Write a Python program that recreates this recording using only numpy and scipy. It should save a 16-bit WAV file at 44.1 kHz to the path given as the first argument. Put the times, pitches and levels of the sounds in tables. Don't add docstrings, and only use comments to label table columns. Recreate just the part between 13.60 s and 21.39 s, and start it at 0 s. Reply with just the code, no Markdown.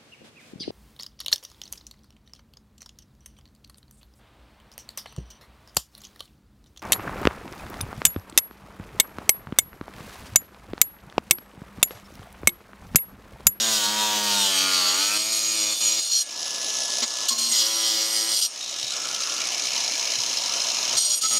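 import sys
import numpy as np
from scipy import signal
from scipy.fft import rfft, irfft, next_fast_len
from scipy.io import wavfile
from scipy.ndimage import uniform_filter1d, map_coordinates

SR = 44100
rng = np.random.default_rng(int(sys.argv[2]) if len(sys.argv) > 2 else 0)


def nominal_scale(level):
    x = np.asarray(level, float) / 20
    return 10 ** x


def wav_record(signal):
    frames = np.transpose(np.atleast_2d(signal))
    bounded = np.clip(frames, -1, 1)
    quanta = np.round(bounded * 32767).astype(np.int16)
    wavfile.write(sys.argv[1], SR, quanta)


N = 343539
FREE_HZ = 120.3

# f/Hz, width/Hz, level/dB
DISC_LOW = [(3323, 44, -8), (4244, 108, -3), (4883, 160, -2.5), (5716, 111, 1.5), (6742, 62, 4.5),
            (7510, 59, -6.5)]


def unit(x):
    return x / np.sqrt(np.mean(x ** 2) + 1e-20)


def along(points, hz):
    f, v = np.transpose(points)
    return np.interp(np.log(hz + 1), np.log(f + 1), v)


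def curves(rows):
    s, *cols = np.transpose(sorted(map(tuple, rows)))
    return np.array([np.interp(np.arange(N) / SR, s, c) for c in cols])


def wobble(rate):
    knots = rng.standard_normal(int(N * rate / SR) + 4)
    return map_coordinates(knots, [np.arange(N) * rate / SR])


def filtered(x, response):
    m = next_fast_len(N + 8192)
    return irfft(rfft(x, m) * response(np.fft.rfftfreq(m, 1 / SR)), m)[..., :N]


def coloured(x, spectrum):
    return unit(filtered(x, lambda hz: nominal_scale(along(spectrum, hz))))


def wandering(x, depth_db, bins, frames):
    z = signal.stft(x, nperseg=512)[2]
    field = uniform_filter1d(rng.standard_normal(z.shape), size=bins, axis=0)
    field = uniform_filter1d(field, size=frames, axis=1)
    return signal.istft(z * nominal_scale(depth_db * unit(field)), nperseg=512)[1][:N]


def patchy(depth_db):
    return wandering(rng.standard_normal(N), depth_db, bins=6, frames=12)


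def drifting(x, depth_db):
    return wandering(x, depth_db, bins=5, frames=25)


def rung(x, modes):
    def bank(f):
        total = 0
        for k, (c, w, db) in enumerate(modes):
            total = total + (-1) ** k * nominal_scale(db) * 1j * f * w / (c * c - f * f + 1j * f * w)
        return total
    return filtered(x, bank) / np.std(filtered(rng.standard_normal(N), bank))


def struck(events, modes):
    out, t = np.zeros(N + SR), np.arange(SR // 2) / SR
    onset = 1 - np.exp(-t / 0.006)
    for s, db in events:
        tail = out[round(s * SR):][:len(t)]
        for hz, g, t60 in modes:
            tail += nominal_scale(db + g - 60 * t / t60) * np.sin(2 * np.pi * hz * t) * onset
    return out[:N]


def tinted(x, rows):
    hz, t, z = signal.stft(x, SR, nperseg=1024, noverlap=768)
    lift = 0
    for a, b, c, w, db in rows:
        peak = db / (1 + (2 * (hz[:, None] - c) / w) ** 2)
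        lift = lift + peak * np.clip(np.minimum(t - a, b - t) / 0.017 + .5, 0, 1)
    return signal.istft(z * nominal_scale(lift), SR, nperseg=1024, noverlap=768)[1][:N]


def disc_speed():
    # t/s, f/Hz
    pushes = [
        [(0.0, 113.5), (0.08, 112.2), (0.24, 103.3), (0.4, 106.7), (0.63, 104), (0.77, 101.3), (0.94, 95.64),
         (1.1, 94.35), (1.2, 92.1)],
        [(1.2, 90.46), (1.315, 89.6), (1.41, 98.3), (1.52, 103), (1.71, 111), (1.88, 112.3), (2.05, 105.5),
         (2.13, 107.4)],
        [(2.13, 107), (2.2, 113), (2.37, 111.2), (2.42, 109.7)],
        [(3.7, 120.1), (3.9, 117.1), (3.924, 113.7), (4.03, 109.6), (4.15, 111.6), (4.26, 111), (4.42, 109.5),
         (4.65, 110.7), (4.78, 111.5)],
        [(7.36, 119.9), (7.6, 118.6), (7.66, 118.2), (7.79, 115.2)],
    ]
    spin_up_s = .12
    t, hz = np.arange(N) / SR, np.full(N, FREE_HZ)
    for rows in pushes:
        recovery = np.exp(-np.maximum(t - rows[-1][0], 0) / spin_up_s)
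        sag = (FREE_HZ - curves(rows)[0]) * recovery
        hz = np.where(t >= rows[0][0], FREE_HZ - sag, hz)
    return hz


def strokes():
    # from t/s, to t/s, grit level/dB, disc ring level/dB, knock level/dB
    first_cut = [(0, 0.265, -23.5, -28.5, -30.5), (0.229, 0.622, -26.5, -34, -30),
                 (0.627, .72, -24, -29, -30.5), (0.718, 0.993, -23.5, -24.5, -29.5),
                 (1, 1.167, -25.5, -27.5, -29.5), (1.15, 1.448, -24.5, -28.5, -29.5),
                 (1.449, 1.576, -23.5, -27, -32.5), (1.584, 1.72, -26, -30, -38.5),
                 (1.721, 1.793, -24, -24.5, -38), (1.799, 1.911, -26, -31.5, -39.5),
                 (1.897, 2.135, -24, -32, -38.5), (2.134, 2.209, -27.5, -33.5, -49),
                 (2.207, 2.396, -22.5, -30.5, -38.5), (2.39, 2.506, -28, -36.5, -58),
                 (2.513, 2.582, -23.5, -31, -56), (2.58, 2.621, -25, -29.5, -65)]
    later_cuts = [(3.424, 3.441, -17, -42, -27), (3.686, 3.693, -19, -24.5, -60),
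                  (3.708, 3.73, -25.5, -35, -41.5), (3.729, 3.784, -33, -39, -50),
                  (3.782, 3.919, -25.5, -26, -43.5), (3.916, 4.025, -20, -28.5, -38.5),
                  (4.015, 4.166, -23.5, -30.5, -37), (4.16, 4.429, -23, -33.5, -36),
                  (4.417, 4.744, -23.5, -30, -36), (4.733, 4.799, -24.5, -27, -42.5),
                  (4.814, 4.859, -21, -26, -48), (7.37, 7.388, -18, -22, -35.5),
                  (7.394, 7.486, -24, -26.5, -46), (7.493, 7.546, -22.5, -26, -45),
                  (7.551, 7.588, -31, -28, -58), (7.614, 7.635, -22.5, -26, -47),
                  (7.636, 7.664, -21, -28, -37.5), (7.671, 7.712, -26, -27, -48),
                  (7.709, 7.778, -23, -26.5, -35)]
    bite_db_per_s, leave_db_per_s = 3000, 1000
    t, db = np.arange(N) / SR, np.full((3, N), -150.)
    for a, b, *levels in first_cut + later_cuts:
        edge = np.maximum(0, np.maximum(bite_db_per_s * (a - t), leave_db_per_s * (t - b)))
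        db = np.maximum(db, np.array(levels)[:, None] - edge)
    return nominal_scale(db)


def scrape(turns, repeat):
    textures_per_s = 7
    rim = rng.standard_normal((int(N / SR * textures_per_s) + 3, 401))
    rim[:, -1] = rim[:, 0]
    place = [np.arange(N) / SR * textures_per_s, turns % 1 * 400]
    again = map_coordinates(rim, place, order=1)
    return np.sqrt(repeat) * unit(again) + np.sqrt(1 - repeat) * patchy(1.)


def rim_knocks(turns, drift_db):
    # multiple of disc speed, level/dB as the slot deepens, jams, runs shallow, in later slots
    rim_harmonics = [(1, -21.5, -27, -20, -26), (2, -9, -18, -13, -19), (3, -15, -12.5, -7.5, -15),
                     (4, -14.5, -18, -18, -15.5), (5, -14, -17, -9, -8), (6, -10.5, -16, -9, -17),
                     (7, -14, -12, -24, -12.5), (8, -15.5, -23, -13.5, -15.5), (9, -9, -11, -13.5, -11),
                     (10, -17, -16, -12.5, -15.5), (11, -11, -16, -9.5, -11), (12, -14, -11, -11, -13.5),
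                     (13, -17, -6.5, -21, -13.5), (14, -10, -19, -21.5, -35), (15, -14, -8, -17, -12.5),
                     (16, -12, -21, -19, -19), (17, -26, -22, -14, -13), (18, -12, -13, -20, -8.5),
                     (19, -20, -22, -13, -12.5), (20, -23, -14, -9, -9.5), (21, -17, -22, -8, -25),
                     (22, -20, -14, -8, -15.5), (23, -22, -14, -10, -22), (24, -24, -13, -14, -24),
                     (25, -26, -12, -19, -26)]
    slot_changes = [.92, 1.57, 3.0]
    stage = np.searchsorted(slot_changes, np.arange(N) / SR)
    out = np.zeros(N)
    for multiple, *levels in rim_harmonics:
        level = uniform_filter1d(nominal_scale(np.take(levels, stage)), size=2500)
        level = level * nominal_scale(drift_db * (wobble(12) + wobble(45)))
        start = rng.random() * (multiple < 17)
        out += np.sqrt(2) * level * np.sin(2 * np.pi * (round(multiple) * turns + start))
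    return out


def slate_cut(turns):
    # t/s, grip/0-1, share of grit repeating each turn/0-1
    slot_depth = [
        (0, 0.48, .5),
        (.4, 0.96, 0.7),
        (.7, 0.89, 0.7),
        (1.1, 0.8, 0.68),
        (1.5, 0.28, 0.55),
        (2.6, 0.08, 0.4),
        (3.7, 0.3, 0.1),
        (4.3, 0.23, 0.5),
        (4.8, 0.16, 0.21),
        (7.79, 0.18, 0.32),
    ]
    # f/Hz, width/Hz, level/dB
    disc_high = [(8440, 85, 3.5), (8865, 63, 3.5), (10050, 40, 0), (11380, 74, -4), (11900, 120, -10.5),
                 (12900, 130, -40), (13400, 53, -22), (13700, 67, -33), (14400, 160, -27), (14800, 66, -59),
                 (15500, 94, -33)]
    # f/Hz, level/dB per Hz
    buried_grit = [(880, -25), (1500, -7), (1610, -65), (1740, -7), (2010, -34), (2730, -2.5), (3010, 6.5),
                   (4720, 2.5), (5370, 0), (6730, 1.5), (7870, -1), (8680, -5), (9480, -8.5), (11900, -7.5),
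                   (15600, -18.5)]
    # f/Hz, level/dB per Hz
    crumble = [(47, -49), (80, -16), (145, -50), (206, -12), (242, -4.5), (788, -9), (924, -3), (1070, -7),
               (2600, 3), (3380, -29), (5720, -120)]
    # from t/s, to t/s, f/Hz, width/Hz,
    # level/dB
    cut_tints = [(0.4, 0.874, 915, 82, 11), (2, 1.5, 2700, 280, 1), (1, 1.22, 6000, 650, 5),
                 (-0.5, 1.55, 2560, 280, 8), (1.4, 2.77, 5660, 146, -4), (1.1, 1.83, 5000, 230, 1.5),
                 (1.5, 2.4, 116, 170, 2.5), (3, 4.3, 1070, 160, 8.5), (3.5, 4.15, 204.2, 60, 3),
                 (7, 7.79, 210, 67, 5), (0.9, 1.5, 4480, 240, 7), (0.5, 1.4, 10050, 100, -7),
                 (1.5, 1.7, 5750, 300, -3), (4, 4.82, 340, 32, 9), (2.5, 3.4, 3600, 98, 6),
                 (.23, 0.462, 950, 74, 10), (1.06, 1.6, 1370, 280, 3.5), (8, 7.79, 6900, 200, -20),
                 (7.5, 7.79, 6720, 120, 5), (-2, .7, 15300, 900, 5), (4, 5, 6728, 267, -9),
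                 (7, 9.2, 12140, 2100, -7.5), (7.5, 8.8, 151, 120, 10),
                 (-0.5, .7, 5400, 220, -6), (1, 1.494, 7030, 273, -4), (-0.5, 0.67, 2560, 470, -3.5),
                  (-7, 0.25, 4260, 90, -5.5), (1.5, 1.445, 4910, 100, -6), (1.15, 3, 5190, 260, -8.5),
                  (1, 2.62, 6000, 270, -3), (3, 2.8, 2500, 110, 0), (-0.5, 2.1, 5100, 82, 7),
                  (2.5, 2.62, 5690, 150, 9), (1, 2.2, 4560, 200, 3), (1.5, 2.34, 2500, 320, 5.5),
                  (-0.2, 0.834, 3730, 220, 5), (0.8, 1.1, 2956, 330, 3.5), (0, 1.46, 6560, 81, 7),
                  (2.5, 2.63, 4300, 200, 6), (2, 2.52, 2900, 123, 5), (3.5, 4.05, 4200, 150, 5),
                  (4.3, 4.86, 4930, 112, 4.5), (3, 3.46, 14000, 12000, -12),
                 (7.628, 7.68, 1295, 110, 20), (7.71, 7.79, 1295, 110, 14), (7.62, 7.79, 1520, 150, -9),
                  (7.62, 7.79, 1060, 120, -6), (7.38, 7.575, 985, 90, 12), (7.38, 7.575, 720, 90, 8),
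                  (7.39, 7.62, 1900, 600, -5), (7.38, 7.56, 4250, 250, 4), (1.5, 2.5, 3280, 200, -5),
                  (1.13, 1.31, 4550, 350, 5), (1.96, 2.5, 3560, 200, 9), (3.9, 3.985, 2050, 130, 12),
                  (3.4, 3.465, 4200, 250, 6), (3.4, 3.465, 238, 90, 17), (3.71, 3.93, 232, 120, 19),
                  (3.67, 3.9, 4250, 200, 4), (3.7, 3.76, 1070, 150, 10)]
    thin_rim = [(0, 7.79, hz, 150, 8) for hz in (13420, 13730, 14800, 15600)]
    # t/s, level/dB
    lifts = [
        (2.625, -43),
        (3.445, -43),
        (4.865, -41),
        (7.55, -42),
    ]
    # f/Hz, level/dB, t60/s
    free_ring = [(4350, -8, 0.17), (5609, -12, 0.08), (7560, -6, 0.3), (8470, 3, 0.22), (8865, 3, 0.3)]
    hand = nominal_scale([[1], [2], [.5]] * np.array([wobble(13), wobble(14), wobble(14)]))
    grit, ring, knock = uniform_filter1d(strokes(), size=90, axis=1) * hand
    grip, repeat = np.clip(curves(slot_depth), 0, 1)
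    uneven_rim = 1 + 0.14 * np.cos(2 * np.pi * turns)
    bite = uneven_rim * nominal_scale(0.088 * wobble(30) + 0.3 * wobble(90))
    hiss = np.sqrt(grip) * grit * coloured(bite * scrape(turns, repeat), buried_grit)
    low = rung(np.sqrt(1 - grip) * grit * bite * scrape(turns, repeat), DISC_LOW)
    high = nominal_scale(-3.0) * rung(np.sqrt(1 - grip) * ring * bite * patchy(1.0), disc_high)
    crumbling = nominal_scale(-13.5) * coloured(patchy(2.), crumble)
    slate = knock * (nominal_scale(-4) * rim_knocks(turns, drift_db=1.6) + crumbling)
    sawing = hiss + drifting(low + high, 0.74) + slate
    return tinted(sawing, cut_tints + thin_rim) + struck(lifts, free_ring)


def let_through(hz):
    # from t/s, to t/s, held down level/dB, recovery/s, whine against rattle level/dB
    clear_runs = [
        (2.64, 3.42, 11, .2, -14),
        (3.46, 3.68, 4, .3, -13),
        (4.88, 7.37, 10.5, .42, -20),
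    ]
    under_cut_db, free_db = -34.5, -25
    air_db, whine_level_db, whine_db_per_hz = -16, -30, 1.2
    near_s, near_db = 0.02, 3
    tip_s, tip_air_db, tip_whine_db = (6.53, 7.36), 3, -15
    t = np.arange(N) / SR
    rattle, thin = np.full(N, under_cut_db, float), np.full(N, whine_level_db, float)
    for a, b, held_db, recovery, whine_db in clear_runs:
        held = held_db * np.exp(-np.abs(t - a) / recovery)
        near = near_db * np.exp(-np.abs(b - t) / near_s)
        rattle = np.where((t >= a) & (t < b), free_db - held + near, rattle)
        thin = np.where((t >= a - .18) & (t < b + .1), whine_db, thin)
    rattle, thin = uniform_filter1d([rattle, thin], size=900, axis=1)
    tipped = np.interp(t, tip_s, [0, 1]) * (t < tip_s[1])
    whine = rattle + thin + tip_whine_db * tipped - whine_db_per_hz * (FREE_HZ - hz)
    return rattle, rattle + air_db + tip_air_db * tipped, uniform_filter1d(whine, size=6000)


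def tooth_blows():
    # t/s,
    # peak level/dB
    hard_clacks = [(2.693, -21), (2.712, -24), (2.728, -23), (2.743, -22), (2.762, -21), (2.778, -22),
                   (2.794, -18), (2.806, -21), (2.83, -16), (2.846, -21), (2.856, -19), (2.863, -20),
                   (2.881, -17), (2.907, -19), (2.914, -21), (2.931, -20), (2.946, -16), (2.962, -19),
                   (2.983, -17), (3.016, -18), (3.03, -16), (3.046, -14), (3.064, -18), (3.086, -17),
                   (3.103, -15), (3.14, -19), (3.154, -17), (3.17, -16), (3.187, -16), (3.205, -14),
                   (3.22, -15), (3.236, -15), (3.256, -16), (3.281, -17), (3.304, -14), (3.321, -16),
                   (3.338, -14), (3.354, -16), (3.371, -15), (3.385, -13), (3.405, -17), (3.48, -15),
                   (3.506, -18), (3.52, -19), (3.539, -17), (3.556, -21), (3.571, -15), (3.587, -18),
                   (3.606, -16), (3.614, -19), (3.625, -17), (3.635, -17), (3.655, -16),
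                   (4.961, -22), (4.977, -23), (4.994, -22), (5.011, -21), (5.029, -22), (5.044, -20),
              (5.062, -21), (5.079, -21), (5.095, -19), (5.112, -21), (5.128, -20), (5.142, -19),
              (5.163, -20), (5.187, -19), (5.198, -18), (5.214, -18), (5.23, -15), (5.246, -19),
              (5.269, -21), (5.28, -19), (5.307, -16), (5.322, -16), (5.338, -18), (5.367, -17),
              (5.403, -18), (5.42, -18), (5.455, -18), (5.472, -18), (5.488, -16), (5.513, -18),
              (5.529, -17), (5.547, -12), (5.563, -16), (5.605, -16), (5.622, -16), (5.637, -14),
              (5.673, -17), (5.697, -14), (5.723, -15), (5.741, -15),
                   (5.766, -17), (5.781, -15), (5.804, -15), (5.818, -13), (5.84, -15), (5.855, -16),
             (5.872, -13), (5.889, -15), (5.904, -17), (5.921, -15), (5.947, -14), (5.98, -14),
             (5.997, -13), (6.022, -14), (6.038, -16), (6.055, -13), (6.071, -12), (6.088, -15),
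             (6.106, -16), (6.12, -14), (6.135, -13), (6.155, -13), (6.164, -11), (6.179, -12),
             (6.205, -11), (6.221, -17), (6.24, -14), (6.246, -15), (6.263, -16), (6.279, -12),
             (6.321, -15), (6.337, -17), (6.354, -13), (6.379, -15), (6.396, -13), (6.411, -13),
             (6.428, -14), (6.454, -14), (6.474, -15), (6.504, -15), (6.52, -13), (6.537, -15),
                   (6.555, -13), (6.588, -16), (6.603, -13), (6.618, -15), (6.636, -13), (6.662, -15),
               (6.695, -15), (6.712, -16), (6.73, -17), (6.772, -14), (6.786, -15), (6.819, -14),
               (6.837, -13), (6.86, -14), (6.881, -14), (6.894, -16), (6.923, -15), (6.938, -15),
               (6.981, -15), (7.002, -12), (7.018, -14), (7.045, -15), (7.071, -16), (7.087, -14),
               (7.102, -13), (7.119, -15), (7.146, -16), (7.169, -16), (7.187, -15), (7.229, -14),
               (7.253, -13), (7.28, -14), (7.295, -14), (7.311, -14), (7.329, -11)]
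    s, db = np.transpose(hard_clacks)
    return np.bincount(((s - .001) * SR).astype(int), nominal_scale(db), N)


def clack_envelope(t60):
    decay = nominal_scale(-60 * np.arange(SR // 10) / SR / t60)
    return uniform_filter1d(np.abs(signal.fftconvolve(tooth_blows(), decay)[:N]), size=110)


def steady(x):
    return x / np.sqrt(np.abs(uniform_filter1d(x * x, size=60)) + 0.0091)


def free_motor(turns):
    # f/Hz, level/dB per Hz
    tooth = [(1500, -24), (3000, -6.5), (4500, -5.5), (5300, 0.5), (6800, -5), (7500, -8), (10000, -12),
             (15600, -35)]
    # f/Hz, level/dB
    muffle = [(6800, 0), (7600, -3), (9000, -9), (10100, -4), (15600, -8)]
    # f/Hz, width/Hz, level/dB
    guard_modes = [(3030, 130, -9), (4100, 100, -4), (4450, 120, -12), (5170, 110, 0), (5600, 90, -4),
                   (6070, 300, -7), (6680, 80, -6)]
    # f/Hz, level/dB per Hz
    gearbox = [(880, -56), (1500, -16.5), (1620, -30), (1750, -27), (1810, -13.5), (2260, -13), (3040, -2),
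               (3250, -8.5), (4040, -3.5), (4680, -7), (5260, 0), (6590, 0), (7420, -17), (9760, -19),
               (15600, -35)]
    # f/Hz, level/dB per Hz
    fan = [(15, -61), (25, -39.5), (308, -9.5), (393, -12), (676, -3.5), (831, -10.5), (1330, -7.5),
           (1570, -19), (1690, -7), (1820, -28), (2200, -7.5), (2860, -8.5), (4840, -120)]
    # multiple of disc speed, level/dB
    whine_tones = [(14.22, -3.5), (28.44, -8.5), (31.0, -2), (42.66, -0.5), (56.88, -66)]
    # from t/s, to t/s, f/Hz,
    # width/Hz, level/dB
    pose = [(2.751, 3.419, 10600, 300, -4), (2.753, 3.698, 2370, 610, -6.5), (2.85, 3.648, 556, 250, 3),
            (3.107, 3.7, 7960, 900, 3), (4.999, 5.348, 3790, 300, 10.5), (5.0, 5.506, 7960, 796, 4),
            (5.307, 5.84, 1380, 299.6, 10), (5.805, 6.597, 2287, 396.3, 5.5), (6.1, 7.361, 966, 79.8, 8),
            (2.705, 3.701, 978, 150, 5.5),
            (2.78, 3.42, 10100, 450, 9), (2.7, 3.42, 9050, 500, -4)]
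    clack_t60_s, guard_t60_s = .018, .03
    clack_db, guard_db, bead_db = -4.5, -6.5, 7
    rattle_db, air_db, whine_db = let_through(np.gradient(turns) * SR)

    turn = turns.astype(int)
    draw = rng.random((turn[-1] + 2, 2))[turn]
    since = (turns % 1 - 0.41 * draw[:, 1]) / 120
    light = nominal_scale(5 * draw[:, 0] - 60 * np.abs(since) / 0.017) * (since > 0)
    light = uniform_filter1d(light, size=40)

    facing = np.clip((np.arange(N) / SR - 6.0) / 0.33, 0, 1)
    guard = nominal_scale(guard_db) * (.4 + .6 * facing) * rung(clack_envelope(guard_t60_s) * patchy(1.0), guard_modes)
    guard = guard + nominal_scale(bead_db) * (.6 + .4 * facing) * rung(tooth_blows(), guard_modes[1:4])
    hard = nominal_scale(clack_db - 5.2 * facing) * clack_envelope(clack_t60_s) * steady(coloured(patchy(0.77), tooth))
    hard = filtered(hard, lambda hz: nominal_scale(along(muffle, hz)))

    disc = nominal_scale(-12) * rung(unit(0.047 + light) * patchy(1.2), DISC_LOW)
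    gear_hiss = nominal_scale(-4.5) * coloured(nominal_scale(0.45 * wobble(25)) * patchy(1.9), gearbox)
    gears = disc + gear_hiss + nominal_scale(-11) * coloured(light * patchy(1.2), tooth)
    air = nominal_scale(air_db + 1.5) * coloured(patchy(1.5), fan)
    rush = nominal_scale(rattle_db + .8 * wobble(55)) * gears + air + hard + guard
    whine = np.zeros(N)
    for k, db in whine_tones:
        phase = 2 * np.pi * k * turns + .022 * k * wobble(20)
        whine += nominal_scale(db + .8 * wobble(6)) * np.sin(phase)
    return tinted(rush, pose) + nominal_scale(whine_db) * whine


def knee_thumps():
    # t/s, peak level/dB, f/Hz
    thumps = [
        (5.229, -45, 125),
        (6.578, -42, 124.7),
        (7.335, -43, 121.1),
    ]
    return sum(struck([(s, db)], [(hz, 2.5, .15)]) for s, db, hz in thumps)


def scene():
    turns = np.cumsum(disc_speed()) / SR
    return np.tile(slate_cut(turns) + free_motor(turns) + knee_thumps(), (2, 1))


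def band_limit(x):
    return signal.sosfilt(signal.butter(12, 15780, fs=SR, output="sos"), x)


def record(dry):
    thin = filtered(dry, lambda hz: (1j * hz / (45 + 1j * hz)) ** 2 * (hz < 15780))
    rounded = thin / np.sqrt(np.sqrt(1 + (thin / .55) ** 4))
    return band_limit(rounded)


dry = scene()
out = record(dry)
wav_record(out)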